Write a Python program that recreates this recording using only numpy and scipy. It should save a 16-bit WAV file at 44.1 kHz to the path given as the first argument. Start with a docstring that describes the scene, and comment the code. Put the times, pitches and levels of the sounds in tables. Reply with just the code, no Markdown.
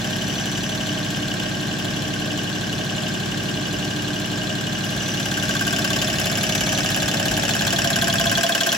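"""In a workshop a diesel injector test bench runs while the microphone moves from the wall screen to the
open bench. A three-plunger pump forces its frame into a drone and clacks once per plunger and turn.
The injector ticks at its own rate, and each impact sets the steel ringing in its natural modes.
Oil and fans hiss beneath, and the motor's inverter whines thinly among the room's standing waves."""
import sys
import numpy as np
from scipy import signal
from scipy.fft import rfft, irfft, next_fast_len
from scipy.io import wavfile
from scipy.ndimage import uniform_filter1d

SR = 44100
rng = np.random.default_rng(int(sys.argv[2]) if len(sys.argv) > 2 else 0)


def write(x):
    x = np.atleast_2d(x).T
    wavfile.write(sys.argv[1], SR, np.round(np.clip(x, -1, 1) * 32767).astype(np.int16))


N = 386757
TIME = np.arange(N) / SR
TAIL = np.arange(8192) / SR  # time axis of one impulse response
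TAIL_HZ = np.fft.rfftfreq(len(TAIL), 1 / SR)
SHAFT_HZ, FIRING_HZ, FIRST_FIRING_S = 11.84, 17.0, .0198

# the microphone lingers at the screen, swings round, leans in (time [s], nearness to the bench [0-1])
NEARNESS = [(0, 0.19), (1.7, 0), (4.7, 0.04), (5.7, 0.7), (6.4, 0.75), (7.3, 0.73), (7.9, 0.91),
            (8.35, 0.95), (8.77, 0.97)]
# three stations: afar, beside the bench, leaning in (nearness [0-1])
STATIONS = [0, .76, .98]
# likeness of left and right (frequency [Hz], correlation [-1 to 1])
COHERENCE = [(60, 1), (130, 0.93), (250, 0.83), (400, 0.73), (700, 0.27), (1300, 0.09), (2400, 0.22),
             (4500, 0.61), (8000, 0.15), (11000, 0.2), (15000, -0.36)]


def gain_of(db):
    """Amplitude ratio of a level in decibels."""
    return 10 ** (np.asarray(db) / 20)


def curve(rows, hz, column=1):
    """One column of a spectrum table, interpolated in log frequency."""
    table = np.transpose(rows)
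    return np.interp(np.log(hz + 1), np.log(table[0] + 1), table[column])


def shares(x, points):
    """Linear interpolation weights from each point to the next."""
    return np.transpose([np.interp(x, points, row) for row in np.eye(len(points))])


def drift(per_s):
    """Random fluctuation of about unit size."""
    knots = np.arange(0, TIME[-1] + 1, 1 / per_s)
    return np.interp(TIME, knots, rng.standard_normal(len(knots))).astype(np.float32)


def swell(at_s, half_s):
    """Gaussian envelope, from 0 to 1 and back."""
    return np.exp(-((TIME - at_s) / half_s) ** 2)


def travel_s(near):
    """Propagation delay: sound takes longer to reach the wall screen."""
    return .002 * (1 - near)


def port_phase(hz):
    """Phase difference between the microphone's ports; its cosine is their correlation."""
    return np.arccos(np.clip(curve(COHERENCE, hz), -1, 1))


def paired(spectra, hz):
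    """Spatial coherence: two close ports hear a room alike in the bass, less so in the treble."""
    # (frequency [Hz], left above right [dB])
    balance = [(60, 0), (130, 4), (290, -0.5), (640, -1.5), (1410, -1), (3100, 2), (6820, 1.5), (15000, -1)]
    angle = (port_phase(hz) / 2).astype(np.float32)
    mid, side = np.cos(angle) * spectra[..., 0, :], np.sin(angle) * spectra[..., 1, :]
    lean = gain_of(curve(balance, hz) / 2).astype(np.float32)
    return np.stack([(mid + side) * lean, (mid - side) / lean], axis=-2)


def resonances(modes):
    """Modal superposition: a sum of steep, double-pole resonances."""
    return sum(gain_of(db) / (1 + 2j * (TAIL_HZ - hz) / width) ** 2 for hz, width, db in modes)


def by_station(modes):
    """The balance of modes depends on the listening position: one response a station."""
    return np.array([resonances([(hz, width, db[station]) for hz, width, *db in modes])
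                     for station in range(len(STATIONS))])


def causal(spectrum, ring=0):
    """Minimum phase: nothing sounds before the blow. Spectrum table and ring add in power."""
    gain = np.hypot(abs(ring), gain_of(curve(spectrum, TAIL_HZ)))
    log_gain = np.log(np.r_[gain, gain[-2:0:-1]] + 1e-6)
    return np.exp(np.conj(signal.hilbert(log_gain)))[:len(gain)]


def strokes(first_s, per_s, colour, paths, rise_s, burst_t60, room_db, room_t60, fresh, uneven_db):
    """Periodic impacts at unit rms: reflections follow the position; `fresh` scatter is new each blow."""
    # the microphone reaches a new pattern of reflections (time [s])
    places = [0, 2.2, 4.8, 5.7, 6.8, 8.2, 9.5]
    onsets = first_s + np.arange(-2, TIME[-1] * per_s, 1) / per_s
    near = np.interp(onsets, *np.transpose(NEARNESS))[:, None]
    patterns = rng.standard_normal((len(places), 2, len(TAIL)))
    blows = np.tensordot(np.sqrt(shares(onsets, places)), patterns, 1)
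    blows = (blows + fresh * (rng.random(blows.shape) - .5) * np.sqrt(12)) / np.hypot(1, fresh)
    # scatter among the pipes, then the room, which counts less near the bench
    room = gain_of(room_db - 7.8 * near) * gain_of(-60 * TAIL / room_t60)
    decay = np.hypot(gain_of(-60 * TAIL / burst_t60), room) * (1 - np.exp(-TAIL / rise_s))
    blows *= (decay / np.linalg.norm(decay, axis=1, keepdims=True))[:, None]
    spectra = rfft(blows.astype(np.float32))
    # direct sound and strong echoes, levels relative to the scatter, come from alternate sides
    for k, (delay_s, far_db, close_db) in enumerate(paths):
        path = np.array([[1], [1j * (-1) ** k]]) * np.exp(-2j * np.pi * TAIL_HZ * delay_s)
        if delay_s > .004:  # late echoes have lost their treble
            path /= np.hypot(1, (TAIL_HZ / 4500) ** 5)
        spectra += gain_of(far_db + near * (close_db - far_db))[:, None] * path
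    spectra *= gain_of(uneven_db * rng.standard_normal((len(onsets), 1, 1)))
    if colour.ndim > 1:  # one colour for each station
        colour = (shares(near[:, 0], STATIONS) @ colour)[:, None]
    blows = irfft(paired(spectra, TAIL_HZ) * colour.astype(np.complex64))
    arrivals = onsets + travel_s(near[:, 0])
    arrivals += .0232 * (onsets < 1.41)  # the beat skips forward once
    padded = np.zeros((2, N + 2 * SR))
    for at, blow in zip(np.round((arrivals + 1) * SR).astype(int), blows):
        padded[:, at:at + len(TAIL)] += blow
    train = padded[:, SR:SR + N]
    return train / np.sqrt(uniform_filter1d(train.mean(0) ** 2, size=SR) + 1e-12)


def tone(hz, waver_db, wander_rad):
    """A sinusoid with slow amplitude and phase modulation, reaching the two ports out of step."""
    apart = port_phase(hz) * rng.choice([-.5, .5]) * np.array([[1], [-1]])
    phase = 2 * np.pi * (hz * TIME + rng.random()) + wander_rad * drift(2.04)
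    return np.sqrt(2) * gain_of(waver_db * drift(1.69)) * np.cos((phase + apart).astype(np.float32))


def pump_drone(near):
    """Forced vibration: pressure ripple shakes the frame at shaft harmonics, with a dense burr above."""
    # drone (multiple of the shaft speed, relative level [dB])
    harmonics = [(6, -61), (9, -34.5), (11, -34.5), (12, -36), (13, -35.5), (15, -36), (16, -32.5),
                 (17, -37.5), (19, -35), (20, -44.5), (22, -43.5), (23, -45), (25, -42), (27, -47),
                 (28, -46.5), (33, -52), (35, -51.5)]
    # burr of the frame (frequency [Hz], relative level [dB])
    spectrum = [(150, -32), (260, 0.5), (380, -3.5), (480, -7), (600, -1), (800, -2.5), (950, -13),
                (1500, -50)]
    drone = sum(gain_of(db) * tone(k * SHAFT_HZ, waver_db=0, wander_rad=.097) for k, db in harmonics)
    burr = strokes(0, SHAFT_HZ, causal(spectrum), [],
                   rise_s=.0039, burst_t60=.58, room_db=-6, room_t60=.66, fresh=.047, uneven_db=.5)
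    return gain_of(-3 + near) * drone + gain_of(-43 + 1.7 * near) * burr


def fan_hum(near):
    """Tonal noise of rotating machines: fans and feed pump hum at nearly steady pitches."""
    # (frequency [Hz], level afar [dB], gain up close [dB])
    tones = [(100.2, -48, 8), (295.4, -40.5, -4), (304.1, -39.5, -9), (364, -42.5, -2), (391, -55.5, 5),
             (566, -55, 12), (863, -57, 4)]
    return sum(gain_of(db + close_db * near) * tone(hz, waver_db=1.7, wander_rad=.98)
               for hz, db, close_db in tones)


def flow_noise(near):
    """Broadband flow noise: oil and fans rush, louder and brighter near the bench."""
    # (frequency [Hz], relative spectral density [dB], gain up close [dB])
    spectrum = [(20, -28, 2), (40, -9, 2), (59.3, 3, 4), (85.5, -7.5, 8), (132, -0.5, -2.5), (228, 0, 7),
                (300, 1, 2.5), (466, -5.5, 1.5), (823, -4, 4), (970, -15, 0), (1093, -10, 4),
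                (1330, -12.5, 6.5), (1650, -6, 6.5), (1940, -11.5, 6.5), (3000, -4.5, 1.5), (3940, -11, 4),
                (4300, -11.5, 0), (4600, -12.5, 4.5), (8170, -16, 3.5), (9100, -94, -10), (9690, -23.5, 9),
                (12000, -26.5, 7.5), (13100, -42, 4), (14200, -25.5, 9), (15500, -31, 8)]
    size = next_fast_len(N, True)
    hz = np.fft.rfftfreq(size, 1 / SR)
    noise = paired(rfft(rng.standard_normal((2, size))), hz) * gain_of(curve(spectrum, hz))
    far = irfft(noise, size)[:, :N]
    close = irfft(noise * gain_of(curve(spectrum, hz, column=2)), size)[:, :N]
    return gain_of(-32 + .18 * drift(12)) * (far + near * (close - far)) / far.mean(0).std()


def standing_waves(near):
    """Interference: reflections raise or lower the gain at each port, faster as the microphone travels."""
    sway_waves_per_s, approach_waves = 1.6, 20
    crossed = sway_waves_per_s * TIME + approach_waves * np.cumsum(abs(np.gradient(near)))
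    reflected = [np.interp(crossed, np.arange(len(port)), port) for port in rng.standard_normal((2, 64))]
    return 1 + .25 * np.array(reflected)


def inverter(near):
    """A switching tone and its two sidebands fade in and out among the room's nodes and antinodes."""
    # (sideband number, relative level afar [dB], gain up close [dB])
    lines = [(-1, -52.5, 5), (0, -46.5, 1), (1, -57.5, 13)]
    # standing-wave crests and troughs passed (sideband number, time [s], half length [s], gain [dB])
    crests = [(-1, .5, .25, 9), (-1, 1.9, .5, 7), (-1, 5.3, .42, 14), (-1, 6.55, .25, 7), (-1, 7.4, .15, 7),
              (-1, 8.3, .15, 8), (-1, 8.72, .1, 12), (0, .55, .18, -9), (0, 1.6, .2, -8), (0, 5.0, .3, 7),
              (0, 6.6, .22, 9), (0, 7.35, .12, 5), (0, 8.35, .1, 6), (1, .45, .75, 16), (1, 5.05, .2, 13),
              (1, 5.55, .2, 8), (1, 6.7, .3, 15), (1, 8.35, .1, 10)]
    carrier_hz, spacing_hz = 6001, 48
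    whine = 0
    for k, db, close_db in lines:
        crests_db = sum(peak_db * swell(s, half_s) for band, s, half_s, peak_db in crests if band == k)
        level = gain_of(db + close_db * near + crests_db) * standing_waves(near)
        whine += level * tone(carrier_hz + k * spacing_hz, waver_db=1, wander_rad=1.5)
    return whine * gain_of(-3 + 3 * drift(120))  # the level flickers


def injector(near):
    """Short pulses have broad spectra: each firing is a tick of the needle and a spit of spray."""
    # needle tick (frequency [Hz], relative level [dB])
    tick_spectrum = [(100, -17), (300, 1.5), (450, 1), (800, 0), (970, -11), (1250, -5), (2050, -2.5),
                     (2900, 3.5), (4200, -0.5), (6000, -1), (7500, 3.5), (9000, -23), (11000, -16),
                     (15500, -10)]
    # fizz of the fuel spray (frequency [Hz], relative level [dB])
    spray_spectrum = [(5000, -29), (9000, -37), (10000, 0.5), (11200, 3.5), (12300, -1), (13100, -22),
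                      (14200, -1), (15500, -4.5)]
    tick = strokes(FIRST_FIRING_S - .001, FIRING_HZ, causal(tick_spectrum), [],
                   rise_s=.0038, burst_t60=.045, room_db=-15.5, room_t60=.22, fresh=.6, uneven_db=2.7)
    spray = strokes(FIRST_FIRING_S - .0015, FIRING_HZ, causal(spray_spectrum), [],
                    rise_s=.0019, burst_t60=.043, room_db=-7, room_t60=.18, fresh=3.3, uneven_db=2)
    return gain_of(-45 + 12 * near) * tick + gain_of(-53 + 15 * near) * spray


def pump_valves(near):
    """Impact excitation: each plunger snaps its valve once a turn and rings its own pipe."""
    # one row a plunger (first stroke [s], level at each station [dB])
    plungers = [(.0194, -38.5, -32, -31), (.048, -44, -35, -32.5), (.0745, -42.5, -35, -29.5)]
    # valve and pipe modes (plunger, frequency [Hz], width [Hz], relative level at each station [dB])
    valve_modes = [(0, 1770, 254, 8, 1, -14), (0, 2807, 190, -4, 16, 12), (0, 2931, 198, 24, 18, 21.5),
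                   (0, 2961, 70, 10, 16.4, 22), (0, 3280, 373, 14, 7, 17), (0, 4970, 400, 7, 6.2, 15),
                   (0, 5610, 596, 11, 7.5, 17), (0, 7030, 415, -4, 8.9, 14.5),
                   (1, 1645, 300, 24, 19.2, 18.5), (1, 2610, 199, 7.5, 17.2, 21.5),
                   (1, 3000, 400, 13, 6, 9), (1, 5310, 278, 24, 18, 20), (1, 5590, 350, 1, 12, 11),
                   (1, 7670, 770, -17, 8, 9), (2, 3000, 400, -2, 6, -2), (2, 3358, 189, 1, 7.6, 23.5),
                   (2, 3499, 121, 23.5, 22.7, 21.5), (2, 3710, 400, 11, 6, 14),
                   (2, 4080, 397, 18.5, 12, 14.5), (2, 6900, 870, -14, 2.6, 0)]
    # direct sound and echoes (plunger, delay [s], level afar [dB], level up close [dB])
    valve_paths = [(0, 0, -5, 2), (0, .0052, 1, -11), (0, .0085, -5, -2), (0, .017, -12, -6),
                   (0, .027, -14, -8), (1, .0008, 3, -2), (2, .00092, -3, -5), (2, .003, -1, -5),
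                   (2, .008, -1, -7)]
    # dry clack under the modes (frequency [Hz], relative level [dB])
    spectrum = [(100, -65), (400, -14), (700, 2.5), (1000, -17), (2300, -33), (4500, -1), (7500, 1),
                (9000, -89), (11000, -2.5), (13100, -40), (15000, -9)]
    out = 0
    for k, (first_s, *levels_db) in enumerate(plungers):
        modes = [row[1:] for row in valve_modes if row[0] == k]
        paths = [row[1:] for row in valve_paths if row[0] == k]
        colours = np.array([causal(spectrum, ring) for ring in by_station(modes)])
        clack = strokes(first_s, SHAFT_HZ, colours, paths,
                        rise_s=.0019, burst_t60=.034, room_db=-6, room_t60=.22, fresh=.46, uneven_db=.84)
        out += gain_of(np.interp(near, STATIONS, levels_db)) * clack
    return out


def needle_seat(near):
    """Impact and reflection: the needle snaps on its seat, the nozzle pings, a wall returns the ping."""
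    # resonances (frequency [Hz], width [Hz], relative level [dB])
    snap_modes = [(7380, 830, 0)]
    ping_modes = [(3097, 590, 0)]
    # direct sound and any echo (delay [s], level afar [dB], level up close [dB])
    snap_paths = [(0, 4, 2)]
    ping_paths = [(0, 3, 3), (.0068, 4, -2)]
    snap = strokes(FIRST_FIRING_S + .0002, FIRING_HZ, resonances(snap_modes), snap_paths,
                   rise_s=.001, burst_t60=.048, room_db=-14, room_t60=.15, fresh=.45, uneven_db=2.5)
    ping = strokes(FIRST_FIRING_S + .00029, FIRING_HZ, resonances(ping_modes), ping_paths,
                   rise_s=.0012, burst_t60=.034, room_db=2, room_t60=.18, fresh=.4, uneven_db=.9)
    return gain_of(-52.5 + 7.5 * near) * snap + gain_of(-44 + 2.9 * near) * ping


def ringing_bench(near):
    """Structure-borne sound: each firing rings the holder, then the drip tray, lid and back panel."""
    # injector holder (frequency [Hz], width [Hz], relative level at each station [dB])
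    holder_modes = [(1522, 33, 3.5, 5, 3), (1597, 103, 7.5, 6, 1.5), (1693.5, 72, 3.5, 3.5, 4.5),
                    (1847, 17.5, 3.5, 9, 2)]
    # sheet-metal modes (frequency [Hz], width [Hz], relative level [dB])
    tray_modes = [(1100, 170, 0)]
    lid_modes = [(544, 63, -24), (625.8, 29, 9.5), (702, 158, -3)]
    panel_modes = [(670, 51, 7)]
    # direct sound and echoes (delay [s], level afar [dB], level up close [dB])
    holder_paths = [(0, 3, 2), (.02003, 2, -14), (.02315, 0, -16), (.04193, -1, -18)]
    lid_paths = [(0, -4, -1.4), (.019, -8, -0.61)]
    panel_paths = [(0.00084, 0, 3)]
    # where holder, lid, panel and tray are loudest
    # (level afar [dB], gain at the spot [dB], spot [nearness], reach [nearness])
    spots = [(-38, 2, 0.9, 0.11), (-41, 6, 0.74, 0.084), (-49, 19.5, 1.0, 0.25), (-46.5, 1.5, 0.97, 0.12)]
    holder = strokes(FIRST_FIRING_S + .001744, FIRING_HZ, by_station(holder_modes), holder_paths,
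                     rise_s=.001, burst_t60=.017, room_db=-2, room_t60=.31, fresh=.3, uneven_db=.4)
    tray = strokes(FIRST_FIRING_S + .001973, FIRING_HZ, resonances(tray_modes), [],
                   rise_s=.0045, burst_t60=.03, room_db=-6.5, room_t60=.29, fresh=.13, uneven_db=.5)
    lid = strokes(FIRST_FIRING_S + .0039, FIRING_HZ, resonances(lid_modes), lid_paths,
                  rise_s=.0012, burst_t60=.1, room_db=19, room_t60=.18, fresh=.43, uneven_db=2.5)
    panel = strokes(FIRST_FIRING_S + .00445, FIRING_HZ, resonances(panel_modes), panel_paths,
                    rise_s=.0031, burst_t60=.17, room_db=-1.5, room_t60=.18, fresh=.27, uneven_db=2.5)
    return sum(gain_of(db + spot_db * np.exp(-((near - spot) / reach) ** 2)) * part
               for part, (db, spot_db, spot, reach) in zip([holder, lid, panel, tray], spots))


def singing_steel():
    """Damped free vibration: steel parts sing after each firing, heard as the microphone passes them."""
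    # (frequency [Hz], decay by 60 dB [s], level [dB], time passed [s], half length [s])
    parts = [(559.6, 0.23, -43.5, 7.03, 1.16), (796, 0.073, -44, 7.6, .55), (863, .2, -45, 7.35, 0.58),
             (1054, 0.12, -42.5, 8.4, 0.76), (1122, 0.063, -41, 5.77, 0.41), (1240, .06, -47.5, 6.7, .7),
             (1510, .035, -39.5, 5.56, 0.32), (1574, 0.089, -32.5, 5.62, 0.39),
             (1643, 0.1, -35.5, 7.67, 1.34), (1584, 0.044, -33.5, 8.33, 0.78),
             (2276, 0.15, -41.5, 6.5, 0.38)]
    delay_s, rise_s, uneven_db = .00173, .0033, 1.2
    onsets = np.arange(FIRST_FIRING_S + delay_s, TIME[-1], 1 / FIRING_HZ)
    onsets += travel_s(np.interp(onsets, *np.transpose(NEARNESS)))
    out = np.zeros((2, N))
    for hz, t60, db, at_s, half_s in parts:
        blows = np.zeros(N)
        blows[(onsets * SR).astype(int)] = gain_of(uneven_db * rng.standard_normal(len(onsets)))
        apart = port_phase(hz) * np.array([[.5], [-.5]])
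        envelope = (1 - np.exp(-TAIL / rise_s)) * gain_of(-60 * TAIL / t60)
        ring = envelope * np.cos(2 * np.pi * hz * TAIL + apart)
        ring *= np.sqrt(SR / FIRING_HZ) / np.linalg.norm(ring.mean(0))
        out += gain_of(db) * swell(at_s, half_s) * signal.oaconvolve(blows[None], ring, axes=1)[:, :N]
    return out


def hand_bump():
    """Handling noise: the hand bumps the microphone, giving a few cycles of low thud."""
    # (time [s], frequency [Hz], level [dB], half length [s])
    thud = (7.32, 52, -31, .035)
    at_s, hz, db, half_s = thud
    return gain_of(db) * swell(at_s, half_s) * np.sin(2 * np.pi * hz * (TIME - at_s))


def scene():
    """Superposition of all sources at the moving microphone."""
    near = np.interp(TIME, *np.transpose(NEARNESS))
    machinery = pump_drone(near) + fan_hum(near) + pump_valves(near)
    firings = injector(near) + ringing_bench(near) + needle_seat(near) + singing_steel()
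    return machinery + firings + flow_noise(near) + inverter(near) + hand_bump()


def record(dry):
    """Filtering: a low shelf drops the bass near the end, and a steep low-pass limits the band."""
    shelf_hz, shelf_db, drop_at_s, edge_hz = 225, -13, 8.39, 15900
    bass = signal.sosfiltfilt(signal.butter(2, shelf_hz, fs=SR, output="sos"), dry)
    cut = (1 - gain_of(shelf_db)) * np.clip((TIME - drop_at_s) / .03, 0, 1)
    band_limit = signal.firwin(511, edge_hz, window=("kaiser", 9), fs=SR)
    return signal.oaconvolve(dry - cut * bass, band_limit[None], "same")


dry = scene()
out = record(dry)
write(out)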